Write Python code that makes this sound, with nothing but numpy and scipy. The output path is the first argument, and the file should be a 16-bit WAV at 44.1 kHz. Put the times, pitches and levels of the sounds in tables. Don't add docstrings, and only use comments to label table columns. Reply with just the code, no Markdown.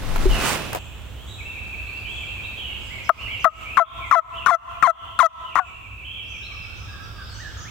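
import sys
import numpy as np
from scipy import signal
from scipy.fft import rfft, irfft, next_fast_len
from scipy.io import wavfile
from scipy.ndimage import uniform_filter1d, minimum_filter1d, map_coordinates

SR = 44100
rng = np.random.default_rng(int(sys.argv[2]) if len(sys.argv) > 2 else 0)


def bounce(signal):
    frames = np.transpose(np.atleast_2d(signal))
    limited = np.clip(frames, -1, 1)
    pcm = np.round(limited * 32767).astype(np.int16)
    wavfile.write(sys.argv[1], SR, pcm)


N = 339570


def amp(db):
    return 10 ** (np.asarray(db) / 20)


def pan(db):
    return amp([[-db], [db]])


def unit(x):
    return x / np.sqrt(np.mean(x ** 2) + 1e-20)


def along(points, hz):
    f, v = np.transpose(points)
    return np.interp(np.log(hz + 1), np.log(f + 1), v)


def clock(length_s):
    return np.arange(int(length_s * SR)) / SR


def add(track, start_s, x):
    part = track[..., max(round(start_s * SR), 0):][..., :x.shape[-1]]
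    part += x[..., :part.shape[-1]]


def wobble(rate_hz, size):
    at = np.arange(size) * rate_hz / SR
    return map_coordinates(rng.standard_normal(4096)[:int(at[-1]) + 4], [at])


def filtered(x, response):
    m = next_fast_len(x.shape[-1] + SR // 10)
    return irfft(rfft(x, m) * response(np.fft.rfftfreq(m, 1 / SR)), m)[..., :x.shape[-1]]


def equalize(x, points):
    return filtered(x, lambda hz: amp(along(points, hz)))


def resonate(x, points, size=4096):
    cepstrum = irfft(np.log(amp(along(points, np.fft.rfftfreq(size, 1 / SR)))))
    cepstrum[1:size // 2] *= 2
    cepstrum[size // 2:] = 0
    impulse = irfft(np.exp(rfft(cepstrum)))
    return signal.fftconvolve(x, impulse)[:len(x)]


# f/Hz, correlation
COHERENCE = [(30, 0.11), (60, 0.87), (290, 0.14), (1200, 0.78), (6800, 0.063)]


def stereo_noise(spectrum):
    def mid_side(hz):
        angle = np.arccos(np.clip(along(COHERENCE, hz), -1, 1)) / 2
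        return amp(along(spectrum, hz)) * [np.cos(angle), np.sin(angle)]

    mid, side = filtered(rng.standard_normal((2, N)), mid_side)
    return unit(np.array([mid + side, mid - side]))


# f/Hz, level/dB
DRONE_SPECTRUM = [(30, -20), (64, 1.5), (82, -10), (101, -2.5), (130, -16.5), (400, -35), (1000, -92)]
AIR_SPECTRUM = [(250, -5.5), (850, -9.5), (1300, -11), (2000, -14.5), (3300, -10), (4800, -27.5),
                (7500, -22), (10800, -32.5), (13000, -26.5)]


def background():
    drone = amp(-38.5 + 0.91 * wobble(4.276, N)) * stereo_noise(DRONE_SPECTRUM)
    air = amp(-45.5 + 0.99 * wobble(0.46, N)) * stereo_noise(AIR_SPECTRUM)
    return drone * pan(1.5) + air * pan(1.1)


# f/Hz, t60/s
WOOD_DECAY = [(1200, 1.35), (3000, 1.88), (8000, 1.15)]


def trees(x, early_db, early_t60_s):
    hz, t, noise = signal.stft(rng.standard_normal((2, SR)), SR, nperseg=256)
    tail = amp(-60 * t / along(WOOD_DECAY, hz)[:, None])
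    early = amp(early_db - 60 * t / early_t60_s)
    impulse = signal.istft(noise * (tail + early), SR, nperseg=256)[1]
    return signal.fftconvolve(x[None], impulse / np.linalg.norm(impulse[0]), axes=1)[:, :N]


def distant(song, direct_db, early_db):
    return amp(direct_db) * song + trees(song, early_db, early_t60_s=0.13)


def note(length_s, start_hz, middle_hz, end_hz, db, flutter):
    progress = clock(length_s) / length_s
    contour = np.polyfit([0, 0.5, 1], [start_hz, middle_hz, end_hz], 2)
    pitch_hz = np.polyval(contour, progress) * (1 + flutter * wobble(261.2, len(progress)))
    tone = np.sin(2 * np.pi * np.cumsum(pitch_hz) / SR)
    return amp(db) * unit(signal.windows.tukey(len(tone), 0.4) * tone)


# start/s, stop/s, centre f/Hz, level/dB
CHORUS_SPANS = [(0.304, 0.696, 2980, -49.5), (1.498, 3.397, 4570, -62), (1.901, 4.103, 2788, -48.5),
                (4.62, 5.3, 3040, -40), (6.148, 7.7, 3454, -55), (6.15, 7.694, 5400, -54),
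                (6.185, 7.7, 1349, -50.5)]


def chorus(count=20, pitch_spread=0.16):
    chirps = np.zeros(N)
    for start_s, stop_s, centre_hz, db in CHORUS_SPANS:
        gap_s = (stop_s - start_s) / count
        for s in start_s + gap_s * (np.arange(count) + rng.random(count)):
            pitches_hz = centre_hz * (1 + pitch_spread * rng.uniform(-1.2, 1, 3))
            swell = min(0.49 + 3 * (s - start_s) / (stop_s - start_s), 1)
            chirp = note(0.07, *pitches_hz, db + 2 * rng.standard_normal(), flutter=0.0364)
            add(chirps, s, swell * np.sqrt(gap_s / 0.041) * chirp)
    return distant(chirps, direct_db=-15, early_db=-9) * pan(1)


# t/s, length/s, top f/Hz, level/dB
ARCHED_NOTES = [(0.989, 0.099, 4570, -70), (1.168, .1, 3370, -51), (1.265, .1, 3920, -44),
                (2.027, 0.24, 3467, -40.5), (2.892, .11, 2380, -38), (3.167, 0.13, 2947, -33.5),
                (3.268, 0.09, 2430, -34), (3.815, 0.11, 3640, -36), (6.01, 0.24, 3383, -34.5)]
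FALLING_NOTES = [(0.281, .15, 3058, -32), (2.548, 0.22, 3370, -35.5), (3.034, 0.05, 6600, -48),
                 (3.298, .11, 3254, -35.5), (3.395, .04, 6720, -48), (3.998, 0.088, 2513, -34),
                 (4.368, 0.075, 3147, -30.5), (5.431, 0.15, 3186, -35)]
RISING_NOTES = [(0.801, 0.052, 3380, -62), (.9, 0.044, 3920, -61), (1.856, 0.052, 4380, -53.5),
                (2.422, 0.046, 4030, -42.5), (3.637, 0.14, 2818, -34), (4.313, 0.079, 3250, -36.5),
                (6.416, 0.062, 4510, -42)]
# t/s, f/Hz, level/dB
BUZZY_NOTES = [(7.22, 5150, -55), (7.279, 4430, -49), (7.329, 6180, -49), (7.56, 6320, -46)]


def phrases(flutter_per_hz=1.1e-5):
    arch, fall, rise = (0.78, 0.96, 0.82), (0.98, 0.89, 0.77), (0.76, 0.9, 1)
    out = np.zeros(N)
    for contour, notes in (arch, ARCHED_NOTES), (fall, FALLING_NOTES), (rise, RISING_NOTES):
        for s, length_s, top_hz, db in notes:
            pitches_hz = top_hz * np.array(contour)
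            add(out, s, note(length_s, *pitches_hz, db, flutter=flutter_per_hz * top_hz))
    for s, hz, db in BUZZY_NOTES:
        add(out, s, note(0.1, hz, hz, hz, db, flutter=0.0463))
    return out


# t/s, level/dB
ROLLING_SONGS = [(1.379, -35.5), (5.499, -36.5)]


def rolling_songs(count=7, period_s=0.165, second_note_s=0.072):
    out = np.zeros(N)
    for start_s, db in ROLLING_SONGS:
        for s in start_s + period_s * np.arange(count):
            add(out, s, note(0.0493, 2726, 2420, 2287, db - 1, flutter=0.02))
            add(out, s + second_note_s, note(0.0265, 2550, 2674, 2540, db + 4.5, flutter=0.023))
            add(out, s + second_note_s, note(period_s, 2550, 2550, 2550, db - 9, flutter=0.05))
    return out


THIN_WHISTLE_TIMES = [0.7, 1.24, 2.08, 2.781, 3.409, 4.04, 5.532, 7.28]


def thin_whistles():
    out = np.zeros(N)
    for s in THIN_WHISTLE_TIMES:
        add(out, s, note(0.14, 8050, 7500, 7350, db=-54, flutter=0.0123))
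        add(out, s, note(0.056, 6750, 6650, 6580, db=-56, flutter=0.0098))
    return out


# t/s, length/s, start f/Hz, end f/Hz, level/dB
LOW_NOTES = [(6.859, 0.22, 1634, 1635, -43), (7.178, 0.0644, 1687, 1425, -39),
             (7.384, .035, 1465, 2070, -40.5), (7.412, .03, 2004, 1700, -43),
             (7.441, 0.052, 1690, 1694, -35), (7.643, .055, 1540, 2750, -43)]


def low_whistler():
    out = np.zeros(N)
    for s, length_s, start_hz, end_hz, db in LOW_NOTES:
        add(out, s, note(length_s, start_hz, (start_hz + end_hz) / 2, end_hz, db, flutter=0.02))
    return out


def birds():
    slurs, rolls, thin, low = phrases(), rolling_songs(), thin_whistles(), low_whistler()
    out = distant(slurs, direct_db=-4, early_db=-4)
    out += distant(rolls, direct_db=-6, early_db=-1)
    out += amp(-4) * low + amp(-5) * trees(low, early_db=0, early_t60_s=0.1)
    out += distant(thin, direct_db=-21, early_db=-15)
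    return out * pan(1.5)


# t/s, rumble level/dB, rustle level/dB
HANDLING_LEVELS = [(0.0, -28.5, -37.5), (0.3, -16.5, -28), (0.495, -46, -24.5), (0.79, -39, -39.5)]
# f/Hz, level/dB
RUSTLE_SPECTRUM = [(59, -45), (100, 1.5), (1100, -6.5), (2630, -11.5), (15500, -27.5)]
SWISH_SPECTRUM = [(400, -19), (1100, 4.5), (5000, -7), (9000, -6), (11000, -18), (15500, -12)]
RUMBLE_SPECTRUM = [(12, -38), (20, 8), (43, -11.5), (350, -29), (660, -120)]


def handling(swish_s=0.487, swish_width_s=0.073, swish_db=-23.5):
    t = np.arange(N) / SR
    times_s, rumble_db, rustle_db = np.transpose(HANDLING_LEVELS)
    grain = unit(amp(1.24 * wobble(400, N)))
    rustle = amp(np.interp(t, times_s, rustle_db, right=-120)) * stereo_noise(RUSTLE_SPECTRUM)
    swish = amp(swish_db) * np.exp(-((t - swish_s) / swish_width_s) ** 2) * stereo_noise(SWISH_SPECTRUM)
    rumble = amp(np.interp(t, times_s, rumble_db, right=-120)) * stereo_noise(RUMBLE_SPECTRUM)
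    return grain * (rustle * pan(2) + swish * pan(3)) + rumble * pan(-2)


# t/s, tick level/dB, knock level/dB
MOUNT_CLICKS = [(.16, -47, -19.5), (0.559, -34, -23), (0.731, -22, -23.5), (.749, -26, -19),
                (0.758, -39, -21), (.77, -33, -30)]


def mount_clicks(tick_t60_s=0.017, knock_t60_s=0.048):
    out, t = np.zeros((2, N)), clock(0.3)
    for s, tick_db, knock_db in MOUNT_CLICKS:
        tick, knock = rng.standard_normal((2, 2, len(t)))
        knock = unit(equalize(knock, [(200, -7.5), (700, 7.5), (5000, -20)]))
        add(out, s, amp(tick_db - 60 * t / tick_t60_s) * tick)
        add(out, s, amp(knock_db - 60 * t / knock_t60_s) * knock)
    return out


# t/s, f/Hz, level/dB, t60/s
BUMP_MODES = [(0.255, 375, -5.5, 0.1), (0.264, 40.8, -4.5, 0.28)]


def bump(attack_s=0.0037, lead_rad=0.41):
    out, t = np.zeros((2, N)), clock(0.3)
    for s, hz, db, t60_s in BUMP_MODES:
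        envelope = amp(db - 60 * t / t60_s) * (1 - np.exp(-t / attack_s))
        add(out, s, envelope * np.sin(2 * np.pi * hz * t + [[lead_rad], [-lead_rad]]))
    return out


# t/s, length/s
YELP_STALLS = [(3.45, 0.006), (3.7734, .0015), (4.121, 0.0055), (4.478, 0.0031), (4.826, .004),
               (5.198, 0.0028), (5.5606, 0.0064), (5.57, 0.006), (5.583, 0.0027)]
# f/Hz, gain/dB
CALL_RESONANCES = [(300, -22), (560, -26), (675, -9), (850, -11.5), (1030, -1), (1180, 0.5), (1340, -5),
                   (1600, -9.5), (2000, -15.5), (2750, -30.5), (3600, -28.5), (4900, -41), (6000, -32),
                   (11500, -46)]
OPENING_HZ, SETTLE_S, HIGH_OVER_LOW, SAG_HZ_PER_S, SQUEAK_HZ = 1348, 0.0048, 1.46, 4300, 1950


def yelp(start_s, hold_s, high_s, low_s, low_hz, db, rasp, fade_db_per_s):
    t = start_s + clock(high_s + low_s + 0.098)
    age_s = t - start_s
    break_s = start_s + high_s
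    fade_s = break_s + low_s
    high = np.interp(t, [break_s, break_s + 0.00402], [1, 0])
    sag_hz = HIGH_OVER_LOW * low_hz + SAG_HZ_PER_S * (break_s - t)
    high_note_hz = sag_hz + (OPENING_HZ - sag_hz) * np.exp(-np.maximum(age_s - hold_s, 0) / SETTLE_S)
    low_note_hz = low_hz * (1.035 - 1.57 * np.minimum(t - break_s, 0.05))
    pitch_hz = high * high_note_hz + (1 - high) * low_note_hz

    stall = sum(np.exp(-(2 * (t - s) / length_s) ** 4) for s, length_s in YELP_STALLS)
    unsteady = np.exp(-age_s / 0.0053) + stall + np.exp(-((t - break_s) / 0.0044) ** 2)
    jitter = 0.1 * rasp * (0.3 + high) + 0.06 * unsteady
    phase = 2 * np.pi * np.cumsum(pitch_hz * (1 + jitter * wobble(939, len(t)))) / SR

    harmonic = np.arange(1, 25)[:, None]
    tilt_db = min(db - 18, 0) * np.log2(harmonic)
    fading_db = fade_db_per_s * np.maximum(t - fade_s, 0)
    shimmer_db = 4 * np.array([wobble(90, len(t)) for _ in harmonic])
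    colour_db = (harmonic > 2) * (6 * high - 7 + tilt_db + shimmer_db - 0.5 * fading_db)
    colour_db += (harmonic == 1) * (1 - high) * np.interp(t, [break_s, break_s + 0.03], [7, -1])
    partials = np.cos(harmonic * phase + rng.uniform(0, 2 * np.pi, harmonic.shape))
    pulses = (partials * (harmonic * pitch_hz < SR / 2) * amp(colour_db)).sum(0)

    scrape = (rasp * (0.8 + 2.4 * high) + 0.45 * unsteady) * rng.standard_normal(len(t))
    squeak = 0.77 * stall * np.sin(2 * np.pi * SQUEAK_HZ * t)
    source = pulses * amp(-22 * stall) + scrape * amp(-6 * stall) + squeak
    swell_db = np.interp(t, [start_s, break_s, fade_s], [-0.5 * db, -0.15 * db, 0]) - fading_db
    tick = amp(-18 - 60 * age_s / 0.004) * rng.standard_normal(len(t))
    return amp(db + 6.5 + swell_db) * resonate(source, CALL_RESONANCES) + tick


# t/s, opening hold/s, high note/s, low note/s, low f/Hz, level/dB, rasp 0-1, fade/(dB/s)
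CALL_YELPS = [(3.0927, 0, 0.0022, 0.011, 624, 2, 0.04, 1899),
              (3.4443, 0.0017, .007, 0.025, 641, 9.5, 0.32, 1200),
              (3.771, .005, 0.025, 0.028, 665.5, 14, 0.34, 1210),
              (4.112, 0.012, 0.04, 0.042, 666, 16, 0.19, 1800),
              (4.4613, 0.017, 0.046, 0.044, 683, 17.5, 0.41, 1509),
              (4.825, .006, .047, 0.033, 666, 16.5, 0.24, 1797),
              (5.190, .009, .037, 0.037, 656, 18, 0.25, 1913),
              (5.555, .026, 0.04, 0.00094, 724, 3, 0.51, 620)]


def yelp_call(echo_db=-35, right_delay_s=2 / SR):
    near, echo = np.zeros(N), np.zeros((2, N))
    for start_s, *shape in CALL_YELPS:
        call = yelp(start_s, *shape)
        add(near, start_s, call)
        thrown = equalize(call, [(700, -3.5), (1000, 7), (1350, -0.5)])
        add(echo, start_s, amp(echo_db) * trees(thrown, early_db=-18, early_t60_s=0.23))
    shadow = [(4000, -14.5), (12000, -10.5)]  # f/Hz, gain/dB
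    right = filtered(near, lambda hz: amp(along(shadow, hz)) * np.exp(-2j * np.pi * hz * right_delay_s))
    return np.array([near, right]) + echo


def scene():
    left, right = birds() + chorus() + handling() + mount_clicks() + bump()
    late_left = np.pad(left, (1, 0))[:N]
    return yelp_call() + np.array([late_left, right]) + background()


def lag(x, tau_s):
    keep = np.exp(-1 / (SR * tau_s))
    return signal.lfilter([1 - keep], [1, -keep], x)


def record(dry, threshold=0.43, recovery_db_per_s=150, ceiling=0.78, top_hz=15900):
    peak = np.abs(dry).max(0)
    over_db = np.maximum(20 * np.log10(peak / threshold + 1e-9), 0)
    recovery_db = recovery_db_per_s * np.arange(N) / SR
    held_db = np.maximum.accumulate(over_db + recovery_db) - recovery_db
    quick_db = lag(held_db, 0.0063)
    slow_db = 0.6 * lag(lag(quick_db, 0.35), 0.35)
    ducked = dry * amp(-np.maximum(quick_db, slow_db))
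    limit_gain = np.minimum(ceiling / (np.abs(ducked).max(0) + 1e-9), 1)
    limited = ducked * uniform_filter1d(minimum_filter1d(limit_gain, size=45), size=23)
    return filtered(limited, lambda hz: hz < top_hz)


dry = scene()
out = record(dry)
bounce(out)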